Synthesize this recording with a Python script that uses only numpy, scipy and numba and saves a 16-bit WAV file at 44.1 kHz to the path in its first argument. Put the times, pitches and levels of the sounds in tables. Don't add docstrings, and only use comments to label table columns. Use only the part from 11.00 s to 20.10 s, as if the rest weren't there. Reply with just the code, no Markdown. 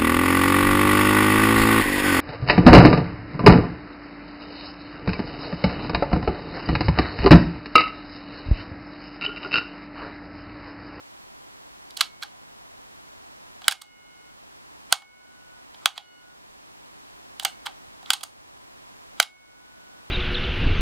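import sys
import numpy as np
from scipy import signal
from scipy.fft import rfft, irfft, next_fast_len
from scipy.io import wavfile
from scipy.ndimage import uniform_filter1d, minimum_filter1d
from numba import njit

SR = 44100
rng = np.random.default_rng(int(sys.argv[2]) if len(sys.argv) > 2 else 0)


def waveform_to_disk(signal):
    frames = np.transpose(np.atleast_2d(signal))
    scaled = np.clip(frames, -1, 1) * 32767
    samples = np.round(scaled).astype(np.int16)
    wavfile.write(sys.argv[1], SR, samples)


N = 401310

# [f/Hz, density level/dB]
HISS_MID_COLOUR = [(12, -40.5), (20, -6.5), (55, 0), (187, -6.5), (222, -5), (366, -5), (573, -8),
                   (1000, -2), (1480, -8), (1610, -8), (4940, -12.5), (11100, -18.5), (16000, -24.5)]
HISS_SIDE_COLOUR = [(12, -35.5), (20, -9.5), (68, -2.5), (234, -1), (277, 0.5), (356, -1.5), (471, -3.5),
                    (737, 1), (6910, -17.5), (13900, -29), (16000, -32)]
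# [t/s, level/dB, low knock re snap/dB, shell thump re snap/dB, bright tick re snap/dB, rattle decay/ms]
IMPACTS = [(0.9071, -43, -15.5, -25, -11, 0.6), (0.9687, -32, -26, -28, -14, 3.1),
           (0.9721, -29.5, -6, -17, -6, 1.7), (1.0083, -13.5, -15, -5.5, -10.5, 0.92),
           (1.0113, -13.5, -11.5, -2, -6, 1.1), (1.2214, -41.5, 4, 2, -2, 4.2),
           (1.2257, -26.5, -4, -0.5, -16, 4.1), (1.233, -29, -3, -0.5, -6.5, 2.3),
           (2.618, -42, 3.5, 1, -11, 1.56), (2.6431, -37, -30, -34, -25, 0.8),
           (2.6813, -6.5, -2, 1.5, -2, 0.59), (2.7116, -18.5, -2, -6, -5, 3.7),
           (2.722, -17.5, -5.5, -1, -4, 3.5), (2.8156, -35, -18, -17, -9, 3), (2.8188, -28.5, 5, 0, 4, 2),
           (3.919, -34, 6, 1.5, -17.5, 3.1), (3.9252, -6.5, -1.5, -2.5, -3.5, 1.54),
           (4.0207, -38.5, 8, 1.5, -13, 2.7), (4.7449, -44, 1, -13, -20, 2.2),
           (4.858, -7, -4.5, -5, -9, 0.65), (4.978, -20, -0.5, -9, -14.5, 0.89),
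           (6.3972, -26, -6.5, -9.5, -5, 0.7), (6.4258, -37.5, 20, -1, -1, 3),
           (6.433, -36.5, -11, -11, 6, 2.7), (6.4496, -16, 1, -7, 2, 1.2),
           (6.451, -17.5, -10, -5, -27, 3.3), (6.6565, -39, 5, 1, -9, 2.5),
           (6.6621, -28.5, -1, -6.5, -6.5, 5), (6.6673, -25.5, -1.5, -3, -22, 3.9),
           (7.029, -45.5, 17, 0, -5, 1.2), (7.0593, -40.5, -18, -28, -24, 0.84),
           (7.104, -10.5, -8, -5.5, -7.5, 1.07), (7.1341, -15.5, -6.5, -9.5, -3, 3.7),
           (7.2094, -37, 2.5, -9, -10, 4.4), (7.2328, -27.5, 4.5, -11, -5, 4),
           (7.236, -25, 12.5, 3, 11.5, 1.33), (8.2003, -6, -1, 0.5, -5.5, 0.8),
           (8.2217, -29.5, -5, -7, 3, 2.5), (8.227, -16.5, -10, -5, -6.5, 3.2)]
# [f/Hz, level/dB, t60/s]
SHELL_MODES = [(805, -5, 0.015), (832.6, -19, 0.085), (1065, -6.5, 0.0027), (1233, 0.5, 0.0097),
               (1566, -3, 0.015), (1860, -7, 0.013), (2220, -0.5, 0.0085), (2666, -5, .01),
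               (2995, -2.5, 0.014), (3322, -1.5, 0.011), (3856, -1.5, 0.0092), (4304, -2, 0.01),
               (4740, -2, 0.0083), (5260, -3, 0.0061), (5900, -3.5, 0.0052), (6607, -2.5, 0.0066),
               (7357, -1.6, 0.005), (7970, -2.5, 0.0083), (9030, 2, 0.0042), (10420, -0.4, 0.0038),
               (11280, -1.5, .004), (13600, -1, .003), (14860, -1.5, .003)]
# [start t/s, end t/s, rms level/dB]
PLUNGER_SLIDES = [(0.977, 1.005, -42), (1.2, 1.215, -61), (2.62, 2.678, -50.5), (3.893, 3.93, -46.5),
                  (4.763, 4.85, -58.5), (4.95, 4.979, -41), (6.399, 6.444, -50.5), (6.636, 6.658, -60),
                  (7.057, 7.114, -51), (8.172, 8.201, -51)]
# [f/Hz, t60/s]
SPRING_MODES = [
    [(1453, 13), (2159, 3.2), (2912, 2.8), (4366, 1.6)],
    [(1470, 16), (2196, 0.9), (2939, 4.1), (4145, .4)],
]
# [t/s, button index, lowest mode stilled t/s, upper modes stilled t/s,
# then level/dB of each of the four modes, ahead of swell, pan and bass cut]
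SPRING_RINGS = [(1.012, 1, 1.6, 4.8, -71, -50, -77, -66), (2.683, 0, 3.4, 3.38, -57, -47.5, -52, -74.5),
                (3.927, 1, 4.67, 4.6, -54, -37, -61.5, -76.5),
                (4.860, 0, 5.4, 5.28, -52.5, -52.5, -48.5, -54.5),
                (6.452, 1, 6.8, 8.3, -73, -55, -85, -82.5), (8.202, 1, 9.1, 9.04, -56, -37, -69.5, -80)]

HISS_MID_DB, HISS_SIDE_DB = -58, -46.0
WHINE_HZ, WHINE_WIDTH_HZ, WHINE_DB = 1007, 5.7, -71
SNAP_FACING_HZ, SNAP_TURNED_HZ, TURNED_S = 4410, 3300, 1.5
VALLEY_HZ, VALLEY_DB = 2200, -4.5
EDGE_DB, EDGE_PER_TICK = -4, 0.89
RISE_MS, RISE_PER_RATTLE = 0.75, 0.77
BOX_PAN_DB, SPRING_PAN_DB = -4, -1.5
ROOM_T60_S, ROOM_DB, ROOM_SIDE_DB, ROOM_TOP_HZ = 0.18, -12.5, -8.5, 8880
ROOM_WARM_HZ, ROOM_WARM_DB = 1000, -3.5
MIC_CUT_HZ, TOP_HZ = 674, 15900


def undb(db):
    return 10 ** (np.asarray(db) / 20)


def fade(t, t60):
    return np.exp(-np.log(1000) * t / t60)


def add(out, sound, s, pan_db):
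    i = int(s * SR)
    sound = sound[..., :N - i]
    out[:, i:i + sound.shape[-1]] += sound * undb([[pan_db / 2], [-pan_db / 2]])


def coloured(table, db):
    hz, shape_db = np.transpose(table)
    size = next_fast_len(N)
    f = np.maximum(np.arange(size // 2 + 1) * SR / size, 1)
    white = rfft(rng.standard_normal(size))
    colour = undb(np.interp(np.log(f), np.log(hz), shape_db))
    noise = irfft(white * colour, size)[:N]
    return noise * undb(db) / np.std(noise)


def hiss():
    peak = signal.iirpeak(WHINE_HZ, WHINE_HZ / WHINE_WIDTH_HZ, fs=SR)
    whine = signal.lfilter(*peak, rng.standard_normal(N))
    mid = coloured(HISS_MID_COLOUR, HISS_MID_DB) + whine * undb(WHINE_DB) / np.std(whine)
    side = coloured(HISS_SIDE_COLOUR, HISS_SIDE_DB)
    return np.array([mid + side, mid - side]) * undb([[-.3], [.3]])


def shell(bands_db, chance, snap_hz=SNAP_TURNED_HZ):
    hz, db, t60 = np.array(SHELL_MODES).T[:, :, None]
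    t = np.arange(4096) / SR
    bands_hz = [800, 1400, VALLEY_HZ, snap_hz, 7500, 12500]
    colour_db = np.interp(np.log(hz), np.log(bands_hz), bands_db)
    lean_db = 2.2 * hz / 10000 * chance[2] * np.array([1, -1])[:, None, None]
    hz = np.minimum(hz * (1 + 0.0047 * chance[0]), .45 * SR)
    swing = (-1) ** np.arange(len(SHELL_MODES))[:, None]
    gain = undb(db + colour_db + 1.8 * chance[1] + lean_db) * swing
    return np.sum(gain * fade(t, t60) * np.sin(2 * np.pi * hz * t), axis=1)


def gritty(chance, spread_db):
    return chance[0] * undb(spread_db * chance[1])


def even(force):
    spectrum = rfft(force)
    broad_power = uniform_filter1d(np.abs(spectrum) ** 2, size=21)
    return irfft(spectrum / np.sqrt(broad_power), len(force))


def clicks():
    out, blows = np.zeros((2, N)), np.zeros((2, N))
    lead_s = .008
    ms = 1000 * (np.arange(1024) / SR - lead_s)
    after = np.maximum(ms, 0)
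    grit = rng.standard_normal((len(IMPACTS), 2, len(ms)))
    grip = rng.standard_normal((len(IMPACTS), 3, len(SHELL_MODES), 1))
    for (s, db, knock_db, thump_db, tick_db, rattle_ms), g, h in zip(IMPACTS, grit, grip):
        rise_ms = max(RISE_MS + RISE_PER_RATTLE * rattle_ms, .3)
        rise = np.clip(1 + ms / rise_ms, 0, 1) ** 1.4
        rattle = np.exp(-after / max(rattle_ms, .2))
        chatter = undb(-13.0) * np.exp(-after / 2.4)
        push = rise * (rattle + chatter)
        force = even(push * gritty(g, 2.5)) * (push > 0)

        snap_hz = SNAP_FACING_HZ if s < TURNED_S else SNAP_TURNED_HZ
        valley_db = thump_db / 2 + VALLEY_DB
        edge_db = EDGE_DB + EDGE_PER_TICK * tick_db
        ring = shell([knock_db, thump_db, valley_db, 0, tick_db, edge_db], h, snap_hz)
        sound = signal.fftconvolve(force[None], ring, axes=1)
        loudest = uniform_filter1d(np.mean(sound ** 2, axis=0), size=176).max()
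        sound *= undb(db) / np.sqrt(loudest)
        add(out, sound, s - lead_s, BOX_PAN_DB)
        add(blows, ring * np.linalg.norm(sound) / np.linalg.norm(ring), s, 0)
    return out, blows


def room(near):
    t = np.arange(SR // 2) / SR
    clumps = uniform_filter1d(rng.standard_normal(len(t)), size=100) * np.sqrt(100)
    onset = np.clip((t - .003) / 0.00096, 0, 1)
    tail = rng.standard_normal((2, len(t))) * undb(0.53 * clumps) * fade(t, ROOM_T60_S) * onset
    tail = signal.sosfilt(signal.butter(1, ROOM_TOP_HZ, fs=SR, output="sos"), tail)
    warmth = signal.sosfilt(signal.butter(2, ROOM_WARM_HZ, fs=SR, output="sos"), tail)
    tail += undb(ROOM_WARM_DB) * warmth
    tail *= undb([[ROOM_DB], [ROOM_DB + ROOM_SIDE_DB]]) / np.sqrt(np.sum(tail[0] ** 2))
    mid, side = signal.fftconvolve(near.mean(axis=0)[None], tail, axes=1)[:, :N]
    return np.array([mid + side, mid - side]) * undb([[-1.3], [1.3]])


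def slides():
    out = np.zeros((2, N))
    count = 4410
    grit = rng.standard_normal((len(PLUNGER_SLIDES), 2, count))
    grip = rng.standard_normal((len(PLUNGER_SLIDES), 3, len(SHELL_MODES), 1))
    for (start, end, db), g, h in zip(PLUNGER_SLIDES, grit, grip):
        stroke = np.linspace(0, 1, min(int((end - start) * SR), count))
        scrape = stroke ** 0.66 * gritty(g[:, None, :len(stroke)], 7.1)
        ring = shell([4.0, 0.5, -2.5, -3.0, -7.0, -19.0], h)
        sound = signal.fftconvolve(scrape, ring, axes=1)
        add(out, sound * undb(db) / np.std(sound[:, :len(stroke)]), start, BOX_PAN_DB)
    return out


def springs():
    out = np.zeros((2, N))
    phases = rng.random((len(SPRING_RINGS), 4))
    t = np.arange(2 * SR) / SR
    swell = 1 - np.exp(-t / 0.026)
    for (s, button, low_end, high_end, *levels_db), turns in zip(SPRING_RINGS, phases):
        ends = [low_end, high_end, high_end, high_end]
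        modes = SPRING_MODES[int(round(button))]
        ring = np.zeros(len(t))
        for (hz, t60), db, end, turn in zip(modes, levels_db, ends, turns):
            touch = np.clip((end - s - t) / 0.1, 0, 1)
            ring += undb(db) * fade(t, t60) * touch * np.sin(2 * np.pi * (hz * t + turn))
        add(out, ring * swell, s, SPRING_PAN_DB)
    return out


def scene():
    noise = hiss()
    snaps, blows = clicks()
    scrapes = slides()
    box = snaps + scrapes + room(blows + scrapes) + springs()
    bass_cut = signal.butter(6, MIC_CUT_HZ, "high", fs=SR, output="sos")
    return signal.sosfilt(bass_cut, box) + noise


@njit
def follow(goal_db, fall, rise):
    out, g = np.empty(len(goal_db)), 0.
    for i in range(len(goal_db)):
        g += (goal_db[i] - g) * (fall if goal_db[i] < g else rise)
        out[i] = g
    return out


def record(dry):
    power = signal.lfilter([1 / 312.0], [1, 1 / 110.0 - 1], np.mean(dry ** 2, axis=0))
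    over_db = np.maximum(10 * np.log10(power + 1e-12) + 17.48, 0)
    held_db = -minimum_filter1d(-over_db, size=6615, origin=3307)
    gain_db = follow(-1.4 * held_db, 1 / (0.014 * SR), 1 / (.35 * SR))
    clipped = np.clip(dry * undb(gain_db), -1, 1)
    top_cut = signal.ellip(8, .2, 60, TOP_HZ, fs=SR, output="sos")
    return np.clip(signal.sosfilt(top_cut, clipped), -1, 1)


dry = scene()
out = record(dry)
waveform_to_disk(out)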